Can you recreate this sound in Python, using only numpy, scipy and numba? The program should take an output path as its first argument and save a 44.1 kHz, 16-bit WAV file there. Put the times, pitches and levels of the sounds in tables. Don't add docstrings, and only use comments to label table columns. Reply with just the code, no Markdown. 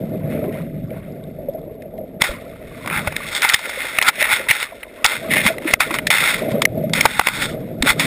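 import sys
import numpy as np
from scipy import signal
from scipy.fft import rfft, irfft
from scipy.io import wavfile
from scipy.ndimage import uniform_filter1d
from numba import njit

SR = 44100
rng = np.random.default_rng(int(sys.argv[2]) if len(sys.argv) > 2 else 0)


def waveform_to_disk(signal):
    frames = np.transpose(np.atleast_2d(signal))
    scaled = np.clip(frames, -1, 1) * 32767
    samples = np.round(scaled).astype(np.int16)
    wavfile.write(sys.argv[1], SR, samples)


N = 355434

# (time [s], rumble level [dB], gurgle level [dB])
WATER = [(0.0, -28.5, -30.5), (0.36, -26, -27), (0.8, -29.5, -36.5), (1.46, -39.5, -36), (2.11, -41, -35),
         (2.69, -43, -38), (2.99, -29, -36.5), (3.19, -40.5, -40.5), (3.61, -54, -40), (4.37, -47.5, -35.5),
         (4.67, -59, -43), (4.98, -60, -38.5), (5.36, -27, -29), (5.68, -42.5, -29), (6.04, -33, -33.5),
         (6.31, -38.5, -31), (6.44, -31, -22.5), (6.91, -25.5, -29), (7.02, -26.5, -25), (7.25, -39.5, -50),
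         (7.56, -29, -25.5), (7.8, -31.5, -33.5), (8.06, -23, -24.5)]


def knocks():
    # (time [s], level [dB], 60 dB decay time [s], dull offset [dB], sharp offset [dB])
    blows = [(0.439, -29, .02, 0, -30), (0.523, -29, .022, -16, -27), (0.9028, -32, .03, -16, -32),
             (1.8197, -31.5, .019, -20, -10), (1.977, -36.5, .02, -22, -8), (2.218, 7, .01, -7, -1.5),
             (2.237, -6, 0.068, -6, -6), (2.5572, -39.5, .022, 4, -29), (2.858, -20, .019, 2, -6),
             (2.873, -14, 0.025, -2, -10), (2.898, -12, 0.013, -9, -13), (2.909, -21.5, .015, 7, -28),
             (3.0718, -12.5, 0.018, 4.5, -7), (3.122, -16, .016, -4, -11), (3.1625, -4.5, 0.011, -22, -9.5),
             (3.348, -12, 0.012, -23, 2.5), (3.362, -21, .022, -18, 4), (3.418, -3, 0.02, -24, -8.5),
             (3.4461, -1, .028, -3.5, -9), (3.489, -9.5, 0.016, -20, 7.5), (3.496, -0.5, .022, -30, -5),
             (3.5346, -9.5, 0.019, -0.5, 5.5), (3.541, 10, 0.018, -17, -2), (3.589, -17, 0.026, -1, -2),
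             (3.6918, -20.5, 0.038, -2, -1), (3.985, 6, 0.011, -8, -36), (4.0128, 0.5, 0.02, -10, -18),
             (4.0226, -2, .038, -10, -5.5), (4.0834, 5, 0.03, -5.5, -1), (4.154, -18, .022, -18, -10),
             (4.207, -10, 0.04, -31, -6), (4.2238, 4.5, 0.02, -15.5, -16), (4.251, -7, .028, -8, -26),
             (4.484, -8.5, 0.015, -21, -16), (4.5082, 10, 0.03, -13.5, -35),
             (4.6257, -7.5, 0.018, -9.5, -9.5), (4.829, -16, 0.026, -11, -24), (5.043, 7, 0.016, -11, -6.5),
             (5.0523, 3, .028, -16, -7), (5.0599, -3, 0.0094, -11, 10), (5.311, -17, .022, -25, -18),
             (5.3342, -3.5, 0.033, -10, -10), (5.366, -0.5, 0.016, -10, -14), (5.4007, -15, .03, -30, -25),
             (5.4618, -3.5, 0.06, -4, -4.5), (5.5804, -13, 0.0095, -15, -15),
             (5.6195, -20.5, 0.012, -7, -17), (5.6446, -21, 0.011, -7, -21), (5.736, 16.5, 0.01, -6.5, -25),
             (5.803, 2, 0.048, -2.5, -6), (5.9049, -12.5, 0.042, 0, -14), (5.939, -11, 0.035, -1, -6),
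             (5.9853, -3.5, 0.018, -9.5, -19), (6.0674, -4, 0.031, -16, -4.5), (6.1019, 1.5, 0.052, -7, -7),
             (6.5148, -22.5, .019, -5, -2), (6.6172, -4, 0.03, -6.5, -2), (6.652, 12.5, .0095, -30, -36),
             (6.8937, -29, 0.025, -2, -4.5), (6.9332, -9.5, 0.026, -6.5, 2.5),
             (7.008, 6, .013, -22.5, -2.5), (7.0529, 4.5, 0.023, 10.5, -2), (7.0559, 12.5, 0.016, -17, -30),
             (7.1934, 10, 0.012, 3, -12), (7.2095, -5.5, 0.025, 3, -20), (7.269, 4.5, 0.013, -3, -6),
             (7.2837, 0.5, .012, -4.5, -7.5), (7.4183, -13.5, 0.032, -4, -7),
             (7.8227, -2.5, 0.014, -10, -1), (7.994, -4.5, 0.13, -9.5, -6)]
    rise_s, thud_db = 0.002, -8.5
    drive, push, t = np.zeros((3, N + SR)), np.zeros(N + SR), np.arange(SR // 4) / SR
    for s, db, t60, dull_db, sharp_db in blows:
        envelope = np.minimum(t / rise_s, 1) * np.exp(-np.log(1000) * np.maximum(t - rise_s, 0) / t60)
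        drive[:, int(s * SR):][:, :len(t)] += undb(db + np.array([[dull_db], [0], [sharp_db]])) * envelope
        push[int((s + rise_s) * SR)] += undb(db + dull_db + thud_db)
    drive[[0, 2]] *= undb([[5.0], [8.0]])
    crunch = np.sign(rng.standard_normal(N)) * drive[:, :N]
    ring = shell(*crunch, damping=1.9)
    cavity = signal.lfilter(*signal.iirpeak(870, 2.5, fs=SR), crunch[0])
    thud = np.sin(2 * np.pi * 600 * t) * np.exp(-t / 0.0018)
    return undb(-6.5) * ring + undb(0.5) * cavity + signal.fftconvolve(push, thud)[:N]


def sand(parts_db):
    scratch = unit(0.95 * rng.standard_normal(N) + unit(grains(rate=1300, spread_db=6, top_db=7.5)))
    scratch = scratch * undb(1.32 * walk(60) + 0.37 * walk(260))
    return shell(*(scratch * undb(db + 1.24 * walk(45)) for db in parts_db), damping=1)


def contact():
    # (time [s], level [dB])
    drift = [(0.0, -59.5), (1.4, -64.5), (2.2, -69.5), (2.3, -41.5), (2.42, -53.5), (2.6, -59),
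             (2.82, -48.5), (3.3, -37), (3.96, -36.5), (4.12, -41), (4.45, -42), (4.9, -56.5), (5.25, -44),
             (5.6, -60), (6.05, -53), (6.5, -41.5), (6.65, -54.5), (6.92, -58), (7.25, -34), (7.56, -54.5),
             (7.8, -62), (8.06, -46)]
    # (time of full contact [s], rise [s], hold [s], fall [s], level [dB],
    # dull offset [dB], sharp offset [dB])
    slides = [(0.318, 0.25, 0.054, 0.42, -48, 3, -5.5), (0.55, 0.4, .04, 0.28, -49, -9, -9),
              (0.922, 0.041, 0.1, .5, -55, 1, -17), (2.212, 0.015, 0.073, 0.061, -24.5, 3.5, 0),
              (2.948, 0.13, 0.046, .055, -27.5, 7, -6), (3.077, 0.09, .002, 0.023, -31, 9, 0),
              (3.358, 0.18, 0.024, .1, -33, 6.5, 7), (3.427, 0.032, 0.13, 0.045, -21, 6, -1),
              (3.6, 0.11, 0.065, 0.41, -41, 5, 4), (3.861, 0.18, .005, 0.21, -28.5, 3.5, -1),
              (4.086, 0.087, .008, 0.021, -11.5, 6.5, 0), (4.157, .03, .03, .1, -31, -12, -4),
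              (4.203, 0.093, 0.055, 0.11, -24, -0.5, -2.5), (4.333, 0.12, 0.0054, 0.14, -17, 3, -0.5),
              (4.486, .005, 0.025, 0.056, -19, -3, -1.5), (4.527, 0.018, 0.11, 0.062, -26.5, 3, 1),
              (5.051, 0.0073, .002, 0.021, -9.5, 8.5, -10), (5.059, .01, 0.065, 0.15, -23.5, 3.5, 2),
              (5.314, 0.037, 0.097, .05, -20.5, -5, -3), (5.472, 0.13, .002, 0.094, -19, 2, 0.5),
              (5.677, 0.028, .002, 0.094, -22, 1, -6), (5.743, 0.21, .002, 0.034, -28.5, -4, 1.5),
              (5.806, 0.013, .002, 0.084, -12, 5, 1.5), (5.87, .02, .07, .05, -36.5, -3, 0),
              (5.952, 0.032, .002, .09, -27.5, 7, 3), (6.107, 0.01, 0.2, 0.19, -18.5, 2, 1.5),
              (6.951, .03, 0.29, 0.3, -27.5, 3.5, 2), (7.274, .06, .002, 0.12, -25.5, 10, 4.5),
              (7.335, 0.029, .08, .05, -35, 6, 7.5), (7.479, .02, 0.031, 0.082, -42, 3, 7.5),
              (7.428, 0.11, 0.018, 0.068, -27, 3.5, 4.5), (7.886, 0.06, 0.022, 0.044, -13.5, 5.5, 0.5),
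              (8.007, 0.065, 0.045, .05, -27.5, 4, 3.5)]
    edge_db, sag_db_per_s = 35.5, 22
    t = np.arange(0, N + 32, 32) / SR
    power = np.tile(undb(2 * np.interp(t, *np.transpose(drift))), (3, 1))
    power[2] *= undb(2 * -0.5)
    for s, rise, hold, fall, db, dull_db, sharp_db in slides:
        age = t - s
        edges = np.maximum(-age, 0) / rise + np.maximum(age - hold, 0) / fall
        loss_db = edge_db * edges + sag_db_per_s * np.clip(age, 0, hold)
        power += undb(2 * (db + np.array([[dull_db], [0], [sharp_db]]) - np.minimum(loss_db, 200)))
    return [np.interp(np.arange(N) / SR, t, 10 * np.log10(p)) for p in power]


def shell(dull, body, sharp, damping):
    # (frequency [Hz], bandwidth at damping 1 [Hz], relative gain [dB],
    # group [0 dull, 1 body, 2 sharp])
    modes = [(828, 110, -15, 0), (1430, 170, -8.5, 0), (1802, 165, -5.5, 1), (2097, 172, 0, 1),
             (2555, 433, -9, 1), (3439, 351, -9, 2), (3740, 296, -9, 2), (4280, 304, -17.5, 2),
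             (5414, 380, -16.5, 2)]
    out = 0
    for k, (hz, width, db, group) in enumerate(modes):
        drive = (dull, body, sharp)[int(group)]
        resonator = signal.iirpeak(hz, hz / (width * damping), fs=SR)
        out = out + (-1) ** k * undb(db) * signal.lfilter(*resonator, drive)
    return out / np.sqrt(damping * modes[3][1] / SR)


def water():
    # (frequency [Hz], gain [dB])
    transmission = [(15, -76), (25, -3), (81, -8), (115, -2), (151, -0.5), (220, 1.5), (259, -2), (330, -8),
                    (465, -6.5), (609, -3.5), (647, -1.5), (697, -12.5), (900, -29.5), (1170, -53),
                    (1980, -120)]
    rumble_db, gurgle_db = curves(WATER)
    surge_db = -36.5 + 0.29 * rumble_db
    stir = rng.standard_normal(N) + 0.63 * unit(grains(rate=150, spread_db=0, top_db=12))
    surge, rumble, gurgle = split(colour(stir, transmission), low_hz=88, high_hz=330)
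    rocking = signal.lfilter(*signal.iirpeak(158, 9, fs=SR), rumble)
    rumble = unit(rumble) + 0.43 * unit(rocking)
    return (unit(surge) * undb(surge_db + 2.3 * walk(14))
            + unit(rumble) * undb(rumble_db + 0.74 * walk(20))
            + unit(gurgle) * undb(gurgle_db + 2.58 * walk(30)))


def bubbles():
    # (time [s], peak level [dB], starting frequency [Hz])
    large_bubbles = [(0.239, -12.5, 141), (0.387, -20, 432), (0.479, -18, 393), (0.839, -25, 153),
                     (1.384, -23.5, 580), (1.429, -26.5, 544), (1.485, -12.5, 534), (1.546, -19.5, 616),
                     (1.709, -26, 445), (1.749, -28, 420), (1.984, -20, 624), (2.009, -24, 590),
                     (2.163, -26, 179), (2.287, -19, 537), (2.922, -23, 147), (3.071, -17.5, 575),
                     (3.61, -29, 620), (3.772, -22, 510), (4.217, -15, 582), (4.393, -28, 520),
                     (4.72, -26, 638), (5.221, -25, 641), (5.453, -12.5, 205), (5.501, -12.5, 624),
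                     (5.652, -13, 308), (5.907, -19.5, 314), (6.419, -18, 606), (6.518, -19, 127.4),
                     (6.538, -14, 211), (6.697, -20, 112), (6.837, -11.5, 583), (6.859, -21, 185),
                     (7.831, -11, 255)]
    out = np.zeros(N + SR)
    for s, peak_db, hz in large_bubbles:
        add_ring(out, s, hz, peak_db, rise=0.0025, t60=0.035 + 7 / hz, glide=0.1)
    return out[:N]


def thumps():
    # (time [s], peak level [dB], frequency [Hz])
    slaps = [(2.213, -17.5, 130), (2.295, -19.5, 45), (3.073, -16.5, 90), (3.541, -33, 70),
             (4.33, -26, 110), (4.5, -21.5, 120), (5.045, -22, 55), (5.46, -24, 70), (5.735, -24, 70),
             (7.19, -23, 70), (7.805, -18, 45), (7.9, -17, 50)]
    out = np.zeros(N + SR)
    for s, peak_db, hz in slaps:
        add_ring(out, s, hz, peak_db, rise=0.003, t60=3.3 / hz, glide=0)
    return out[:N]


def fizz(sand_db, count=2000):
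    out, t = np.zeros(N + SR), np.arange(SR // 50) / SR
    stir_db = np.clip(sand_db, -66, -44)
    for when, pitch, length, faintness in rng.random((count, 4)):
        start, hz = int(when * N), 950 * 5.2 ** pitch
        cycles = 3.1 + 14 * length
        age = hz * t / cycles
        ping = np.sin(2 * np.pi * hz * t * (1 + 0.018 * age)) * age * np.exp(-3.5 * age)
        db = stir_db[start] + 27.5 - 9 * pitch - 2.8 * np.log(faintness + 0.067)
        out[start:][:len(t)] += undb(db) * ping
    return out[:N]


def ticks():
    # (time [s], level [dB], frequency [Hz])
    strikes = [(0.8754, -50, 5200), (1.1223, -44, 4940), (1.1494, -53, 3870), (1.1722, -54, 4500),
               (1.239, -35, 3700), (1.3544, -60, 3650), (1.4691, -57, 3560), (1.4995, -45, 3400),
               (1.5369, -43, 5080), (1.6167, -46, 3680), (1.7434, -54, 3690), (2.0794, -57, 3590)]
    out, t = np.zeros(N), np.arange(SR // 100) / SR
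    for s, db, hz in strikes:
        out[int(s * SR):][:len(t)] += undb(db) * np.sin(2 * np.pi * hz * t) * np.exp(-t / 0.0016)
    return out


def wash(sand_db):
    _, gurgle_db = curves(WATER)
    stir_db = np.maximum(np.clip(sand_db, -67, -47), gurgle_db - 27)
    band = signal.butter(1, [900, 1700], "band", fs=SR, output="sos")
    hiss = signal.sosfilt(band, rng.standard_normal(N))
    return unit(hiss) * undb(stir_db - 2 + 1.4 * walk(25))


def add_ring(out, s, hz, peak_db, rise, t60, glide):
    t = np.arange(SR // 4) / SR
    envelope = (1 - np.exp(-t / rise)) ** 2 * np.exp(-np.log(1000) * t / t60)
    tone = np.sin(2 * np.pi * hz * t * (1 + glide * t / t60))
    out[int(s * SR):][:len(t)] += undb(peak_db) * tone * envelope / envelope.max()


def grains(rate, spread_db, top_db):
    size_db = np.minimum(spread_db * rng.exponential(size=N), top_db)
    return (rng.random(N) < rate / SR) * rng.standard_normal(N) * undb(size_db)


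def walk(rate):
    step = int(SR / rate)
    held = np.repeat(rng.standard_normal(N // step + 1), step)
    return unit(uniform_filter1d(held, step)[:N])


def colour(x, points, size=4096):
    hz, db = np.transpose(points)
    bin_hz = np.arange(size // 2 + 1) * SR / size
    gain_db = np.interp(np.log(bin_hz + 1), np.log(hz), np.maximum(db, -80))
    cepstrum = irfft(gain_db * np.log(10) / 20)
    cepstrum[1:size // 2] *= 2
    cepstrum[size // 2 + 1:] = 0
    return signal.fftconvolve(x, irfft(np.exp(rfft(cepstrum))))[:N]


def split(x, low_hz, high_hz):
    edges = (low_hz, "low"), ([low_hz, high_hz], "band"), (high_hz, "high")
    return [signal.sosfilt(signal.butter(4, hz, kind, fs=SR, output="sos"), x) for hz, kind in edges]


def curves(table):
    s, *columns = np.transpose(table)
    return [np.interp(np.arange(N) / SR, s, column) for column in columns]


def undb(db):
    return 10 ** (np.asarray(db) / 20)


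def unit(x):
    return x / np.sqrt(np.mean(x ** 2))


@njit
def follow(x, attack_s, release_s):
    level, out = 0., np.empty(len(x))
    for i in range(len(x)):
        lag_s = attack_s if abs(x[i]) > level else release_s
        level += (abs(x[i]) - level) / (lag_s * SR)
        out[i] = level
    return out


def scene():
    parts_db = contact()
    body_db = parts_db[1]
    surf = water() + thumps() + bubbles() + fizz(body_db) + wash(body_db)
    return (surf + ticks() + sand(parts_db) + knocks())[None]


def record(dry):
    threshold_db, hold_hz, top_hz = -12, 12000, 15250
    level = follow(dry[0], attack_s=0.0022, release_s=0.056)
    ducked = dry[0] * np.minimum(1, undb(threshold_db) / (level + 1e-9)) ** 0.5
    smooth = signal.sosfilt(signal.butter(6, 5400, fs=SR, output="sos"), ducked)
    clipped = np.clip(signal.resample_poly(smooth, hold_hz, SR), -.85, .85)
    held = signal.resample_poly(np.repeat(clipped, 4), SR, 4 * hold_hz)[:N]
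    return signal.sosfilt(signal.ellip(12, .2, 90, top_hz, fs=SR, output="sos"), held)[None]


dry = scene()
out = record(dry)
waveform_to_disk(out)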